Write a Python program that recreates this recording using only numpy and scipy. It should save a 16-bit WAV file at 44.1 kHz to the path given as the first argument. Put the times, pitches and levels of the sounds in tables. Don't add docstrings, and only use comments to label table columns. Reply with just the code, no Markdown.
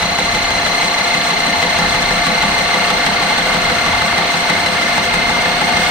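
import sys
import numpy as np
from scipy import signal
from scipy.fft import rfft, irfft
from scipy.io import wavfile

SR = 44100
rng = np.random.default_rng(int(sys.argv[2]) if len(sys.argv) > 2 else 0)


def wrap_up_sound(samples):
    columns = np.atleast_2d(samples).T
    tamed = np.clip(columns, -1, 1)
    steps = np.round(tamed * 32767).astype(np.int16)
    wavfile.write(sys.argv[1], SR, steps)


N = 260190
TIME = np.arange(N) / SR
TEETH, WHEEL_TEETH = 9, 68

# (time [s], speed [Hz])
SHAFT_SPEED = [(0, 229.85), (1, 230.99), (2, 231.05), (3, 232.06), (4, 231.18), (5, 231.12), (5.9, 236.44)]


def undb(db):
    return 10 ** (np.asarray(db) / 20)


def level(x, db):
    return x * undb(db) / np.sqrt(np.mean(x ** 2))


def curve(rows):
    return np.interp(TIME, *np.transpose(rows))


def cycle(wheel, place):
    return np.cos(2 * np.pi * (wheel - place))


def walk(rate_hz, step=16):
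    coarse = TIME[::step]
    bins_hz = np.fft.rfftfreq(len(coarse), step / SR)
    lowpass = 1 / (1 + (2 * bins_hz / rate_hz) ** 4)
    slow = irfft(rfft(rng.standard_normal(len(coarse))) * lowpass, len(coarse))
    return np.interp(TIME, coarse, level(slow, 0))


def colour(x, points):
    hz, db = np.transpose(points)
    bins_hz = np.maximum(np.fft.rfftfreq(N, 1 / SR), 1)
    gain = undb(np.interp(np.log(bins_hz), np.log(hz), db))
    return irfft(rfft(x) * gain, N)


def resonate(x, hz, width_hz):
    bins_hz = np.fft.rfftfreq(N, 1 / SR)
    return irfft(rfft(x) / (1 + 2j * (bins_hz - hz) / width_hz), N)


def mode(hz, t60_s):
    t = TIME[:SR // 2]
    return np.sin(2 * np.pi * hz * t) * np.exp(-np.log(1000) * t / t60_s)


def ring(x, response):
    return signal.fftconvolve(x, response)[:N]


def room(x, wet_db, t60_s):
    t = TIME[:SR // 2]
    tails = rng.standard_normal((2, len(t))) * undb(-60 * t / t60_s)
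    tails *= t > .002
    tails /= np.sqrt(np.sum(tails ** 2, axis=1, keepdims=True))
    wet = signal.fftconvolve(np.atleast_2d(x), tails, axes=1)[:, :N]
    return (x + undb(wet_db) * wet) / np.sqrt(1 + undb(2 * wet_db))


def spread(noises, side_db):
    shared, opposed = noises
    return shared + undb(side_db) * opposed * np.array([[1], [-1]])


def grit(density=.6):
    return rng.standard_normal((2, N)) * (rng.random((2, N)) < density)


def clatter(force, spectrum):
    shared, opposed = colour(grit() * force, spectrum)
    opposed = colour(opposed, [(150, -10.5), (700, -7.0), (1300, 0.0), (2500, -0.5)])
    return room(spread([shared, opposed], side_db=0), wet_db=-13, t60_s=.15)


def blows(strokes, delay_s, contrast=0.26):
    stroke_s, force_db = strokes
    out = np.zeros(N)
    at = np.clip(((stroke_s + delay_s) * SR).astype(int), 0, N - 1)
    out[at] = undb(contrast * force_db)
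    return out


def swell(impulses, rise_s):
    u = TIME[:SR // 2] / rise_s
    return ring(impulses, u * np.exp(1 - u))


def needle(stroke_turns=36.95, first_stroke_turns=5.83, scatter_db=0.45, play_s=.001):
    # (time [s], clack force change [dB], thump force change [dB])
    uneven_strokes = [(.03, 2.5, -0.5), (.19, 3.5, 3.5), (.51, 1.5, -0.5), (1.31, 0.5, -6),
                      (1.63, 2.5, 3.5), (1.79, 0.5, 4), (2.27, 3.5, 4.5), (2.43, 2, 3.5), (2.59, -0.5, 0.5),
                      (2.75, 2.5, 3), (2.9, 5, 1), (3.06, 6, 3), (3.38, 2.5, -1), (3.86, 0, 1),
                      (4.18, 3, 0), (4.5, 5, 3.5), (4.66, 4, 0), (4.82, 0, -10), (4.98, 2.5, -4),
                      (5.14, 5, 3.5), (5.77, 2.5, 2)]
    turns = np.cumsum(curve(SHAFT_SPEED)) / SR
    stroke_s = np.interp(np.arange(first_stroke_turns, turns[-1], stroke_turns), turns, TIME)
    chance = rng.standard_normal((len(stroke_s), 3))
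    stroke_s = stroke_s + play_s * chance[:, 0]
    forces_db = scatter_db * chance[:, 1:]
    for time_s, clack_db, thump_db in uneven_strokes:
        forces_db[np.argmin(np.abs(stroke_s - time_s))] += clack_db, thump_db
    return [(stroke_s, force_db - force_db.mean()) for force_db in forces_db.T]


def drag(strokes, upstroke=0.41):
    down = swell(blows(strokes, -0.013, contrast=0.25), rise_s=.01)
    up = swell(blows(strokes, 0.036, contrast=0.047), rise_s=0.013)
    return down + upstroke * up


def shaft(load, sag=0.024, wander=0.001944):
    relative_speed = 1 - sag * (load - load.mean()) + wander * walk(23.4)
    return np.cumsum(curve(SHAFT_SPEED) * relative_speed) / SR


def hum(turns, wheel, load, sway_turns=0.025, flutter_db=2.0, duck_db=3):
    # (multiple of shaft speed, level before effort [dB], wheel swell [+-dB], place of swell [turns])
    partials = [(1, -41.5, 0, 0), (3, -24.8, 2.2, -.05), (5, -36.5, 5, .54), (6, -43.5, 1.5, 0)]
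    angle = 2 * np.pi * (turns + sway_turns * cycle(wheel, 0.13))
    tones = 0
    for k, db, swell_db, place in partials:
        drive_db = swell_db * cycle(wheel, place) - duck_db * load + flutter_db * walk(94)
        tones = tones + level(np.sin(round(k) * angle) * undb(drive_db), db)
    return room(tones, wet_db=-15, t60_s=0.12)


def walls(ports):
    # (frequency [Hz], width [Hz], left gain at centre [dB], right gain at centre [dB])
    wall_modes = [(2041, 30, 3, -6), (2082, 6, -10, -8), (2095, 26, 3.5, 6), (4020, 80, -1, 3),
                  (4105, 70, -1, -5), (4175, 70, 2, 0)]
    for hz, width_hz, left_db, right_db in wall_modes:
        change = undb([[left_db], [right_db]]) - 1
        ports = ports + change * resonate(ports, hz, width_hz)
    return ports


def whine(turns, wheel, load, rough_db=1.5, shaft_db=0.5, uneven_db=1.3, load_db=2.2,
          slack_turns=.0024, swing_turns=.016, bite_db=6, bite_loss_db_per_s=1.08):
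    # (multiple of tooth rate, level before bite and effort [dB], wheel swell [+-dB],
    #  place of swell [turns], lean [turns]: + rises slowly and drops fast)
    partials = [(1, -22.3, 7.5, .11, -.04), (2, -28.1, 8.5, .13, .11), (3, -44.5, 4, .13, 0)]
    mesh = turns + swing_turns * cycle(wheel, .07)
    shaft_drive_db = shaft_db * cycle(turns - wheel, 0)
    slack = slack_turns * np.array([walk(170), walk(200)])
    angles = 2 * np.pi * TEETH * (mesh + slack) + np.array([[0], [np.pi / 4]])
    bite_per_partial_db = bite_db - bite_loss_db_per_s * TIME
    out = 0
    for k, db, swell_db, place, lean in partials:
        grip = cycle(wheel - lean * cycle(wheel, place), place)
        contact_db = rough_db * walk(270) + load_db * load + uneven_db * walk(34)
        drive_db = shaft_drive_db + swell_db * grip + contact_db / k ** 2
        tone = walls(np.sin(k * angles) * undb(drive_db))
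        out = out + level(tone, db) * undb((k - 1.0) * bite_per_partial_db)
    return room(out, wet_db=-17, t60_s=.12)


def rattle(strokes, wheel, throb_db=0.5, knock=0.23, upstroke=0.16, lull=0.11, db=-18.5):
    # (frequency [Hz], gain [dB])
    case_spectrum = [(60, -12), (140, -18), (230, 0.5), (345, -5), (440, -1), (600, -2.5), (670, -1.5),
                     (760, 2), (1000, -2.5), (1950, -1), (2400, -4.5), (2750, -2.5), (3300, -7.5),
                     (4400, -6.5), (6800, -32)]
    force = 1 + knock * swell(blows(strokes, -0.0087, contrast=0.83), rise_s=0.0042)
    force += upstroke * swell(blows(strokes, 0.053), rise_s=0.014)
    force -= lull * swell(blows(strokes, 0.024), rise_s=0.026)
    return level(clatter(force * undb(throb_db * cycle(wheel, 0.53)), case_spectrum), db)


def ticks(wheel, per_s=80, scatter_db=4.0, throb=.45, db=-23.0):
    # (frequency [Hz], t60 [s], relative level [dB])
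    part_modes = [(642.5, 0.2, -4), (748, 0.044, 0.5), (782, 0.067, -2.5), (877, 0.041, 0.5),
                  (981, .05, -5.5), (1397, 0.044, -0.5), (1753, 0.044, 0), (1822, 0.063, -4.5),
                  (2210, 0.016, 2), (2780, 0.0092, -2), (3350, 0.0061, -2.5), (4420, 0.054, -17),
                  (6030, 0.053, -14), (6360, 0.033, -16)]
    odds = per_s / SR * (1 + throb * cycle(wheel, .51))
    out = 0
    for hz, t60_s, mode_db in part_modes:
        size_db = scatter_db * np.clip(rng.standard_normal(N), -2, 2)
        taps = (rng.random(N) < odds) * rng.choice([-1, 1], N) * undb(size_db)
        out = out + level(ring(taps, mode(hz, t60_s)), mode_db)
    return level(room(out, wet_db=-2.5, t60_s=0.05), db)


def knocks(strokes, rebound=0.35, scatter=0.13, chatter=0.0075, db=-27):
    # (frequency [Hz], t60 [s], gain [dB], share of the blow reaching the mode)
    stroke_modes = [(172, .24, -1.5, 0.83), (203, 0.27, -6, 1.2), (235, 0.1, -2.5, 0.86),
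                    (297.5, 0.21, -2.5, 0.5), (365.5, 0.14, -3.5, 0.5), (441, 0.11, -5.5, 0.59),
                    (506.3, 0.28, 0, 0.63), (547.5, 0.28, -6, 0.59), (829, 0.038, 7.5, 1.4)]
    hits = blows(strokes, 0, contrast=0.61) + rebound * blows(strokes, 0.029, contrast=0.28)
    jiggle = chatter * rng.standard_normal(N)
    onset = 1 - np.exp(-TIME[:SR // 2] / 0.0037)
    out = 0
    for hz, t60_s, mode_db, share in stroke_modes:
        blow = share * hits * (1 + scatter * rng.standard_normal(N))
        out = out + undb(mode_db) * ring(blow + jiggle, mode(hz, t60_s) * onset)
    return level(room(out, wet_db=-10.0, t60_s=0.37), db)


def clacks(strokes, rebound=0.26, db=-31):
    # (frequency [Hz], gain [dB])
    clack_spectrum = [(250, -13), (750, 1.5), (1300, 6.5), (2000, 2.5), (3300, -1), (4500, -7), (6500, -14),
                      (9000, -11), (15000, -31)]
    snap = swell(blows(strokes, -0.0023, contrast=0.85), rise_s=0.003)
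    bounce = swell(blows(strokes, 0.0079, contrast=0.74), rise_s=0.0014)
    return level(clatter(snap + rebound * bounce, clack_spectrum), db)


def brushes(strokes, knock=0.46, flicker_db=1.54, db=-30):
    # (frequency [Hz], gain [dB])
    hiss_spectrum = [(2500, -44), (4500, -8), (5500, -1.5), (6400, -1), (6850, -16), (7600, -4.5),
                     (8300, 0), (9800, -8.5), (11500, -17), (13500, -23), (15200, -9)]
    force = 1 + knock * swell(blows(strokes, -0.0048, contrast=1.0), rise_s=0.0023)
    return level(clatter(force * undb(flicker_db * walk(54)), hiss_spectrum), db)


def chafe(wheel, throb_db=8, place=0.58, hz=1153, width_hz=96, db=-33):
    rub = grit() * undb(throb_db * cycle(wheel, place))
    rasp = resonate(resonate(rub, hz, width_hz), hz, width_hz)
    return level(spread(rasp, side_db=-19), db)


def buzz(wheel, throb_db=8.0, place=0.3):
    # (time [s], level before effort [dB])
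    buzz_level = [(1.5, -45), (2.3, -33), (3.6, -28), (5, -34)]
    # (frequency [Hz], width [Hz], gain [dB])
    panel_modes = [(1395, 33, 2), (1500, 37, 5.5), (1730, 61, -9)]
    taps = grit() * undb(throb_db * cycle(wheel, place))
    chatter = sum(undb(db) * resonate(taps, hz, width_hz) for hz, width_hz, db in panel_modes)
    return level(spread(chatter, side_db=-13), 0) * undb(curve(buzz_level))


def table(rumble_db=-1, drone_db=-2, waver_db=2.5):
    # (frequency [Hz], gain [dB])
    rumble_spectrum = [(22, -19), (32, 3.5), (46, -1.5), (65, -5.5), (140, -6.5), (300, -21), (600, -33),
                       (2000, -70)]
    # (time [s], gain [dB])
    rumble_gain = [(0, -31), (.35, -33), (1.1, -43), (1.65, -35), (2.0, -30.5), (3.0, -38), (3.65, -33),
                   (4.72, -52), (5.3, -33), (5.9, -37)]
    # (frequency [Hz], gain [dB])
    drone_spectrum = [(50, -20), (74, -5), (88, 3.5), (115, -4), (150, -18), (600, -68)]
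    # (time [s], gain [dB])
    drone_gain = [(0, -37), (.6, -44), (3.1, -47), (3.7, -33), (5.9, -42)]
    layers = [(rumble_spectrum, rumble_gain, rumble_db), (drone_spectrum, drone_gain, drone_db)]
    out = 0
    for spectrum, gain, trim_db in layers:
        shake = colour(spread(rng.standard_normal((2, N)), side_db=-11), spectrum)
        out = out + level(shake, trim_db) * undb(curve(gain) + waver_db * walk(2.8))
    return out


def scene():
    # (time [s], gain [dB])
    effort = [(0, -1), (.8, 0.33), (2.4, 1.03), (5.3, 0.76), (5.9, 1.7)]
    strokes, thumps = needle()
    load = drag(strokes)
    turns = shaft(load)
    wheel = turns * TEETH / WHEEL_TEETH + .27
    machine = hum(turns, wheel, load) + whine(turns, wheel, load)
    machine = machine + rattle(strokes, wheel) + ticks(wheel)
    machine = machine + knocks(thumps) + clacks(strokes)
    machine = machine + brushes(strokes) + chafe(wheel) + buzz(wheel)
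    return machine * undb(curve(effort)) + table()


def record(dry, ceiling=.95, top_hz=15550):
    # (frequency [Hz], gain relative to the left [dB])
    right_port = [(200, 0.5), (550, -2), (740, -4), (930, 2.5), (1350, -1), (2000, -1), (2600, -1),
                  (3700, 2.5), (4200, -0.5), (7000, 2), (8500, -6), (9700, -18.5), (12800, -3.5),
                  (15200, -26)]
    ports = np.array([dry[0], colour(dry[1], right_port)])
    ports = ports / (1 + (ports / ceiling) ** 8) ** (1 / 8)
    lowpass = signal.ellip(10, .2, 80, top_hz, fs=SR, output="sos")
    return signal.sosfilt(lowpass, ports)


dry = scene()
out = record(dry)
wrap_up_sound(out)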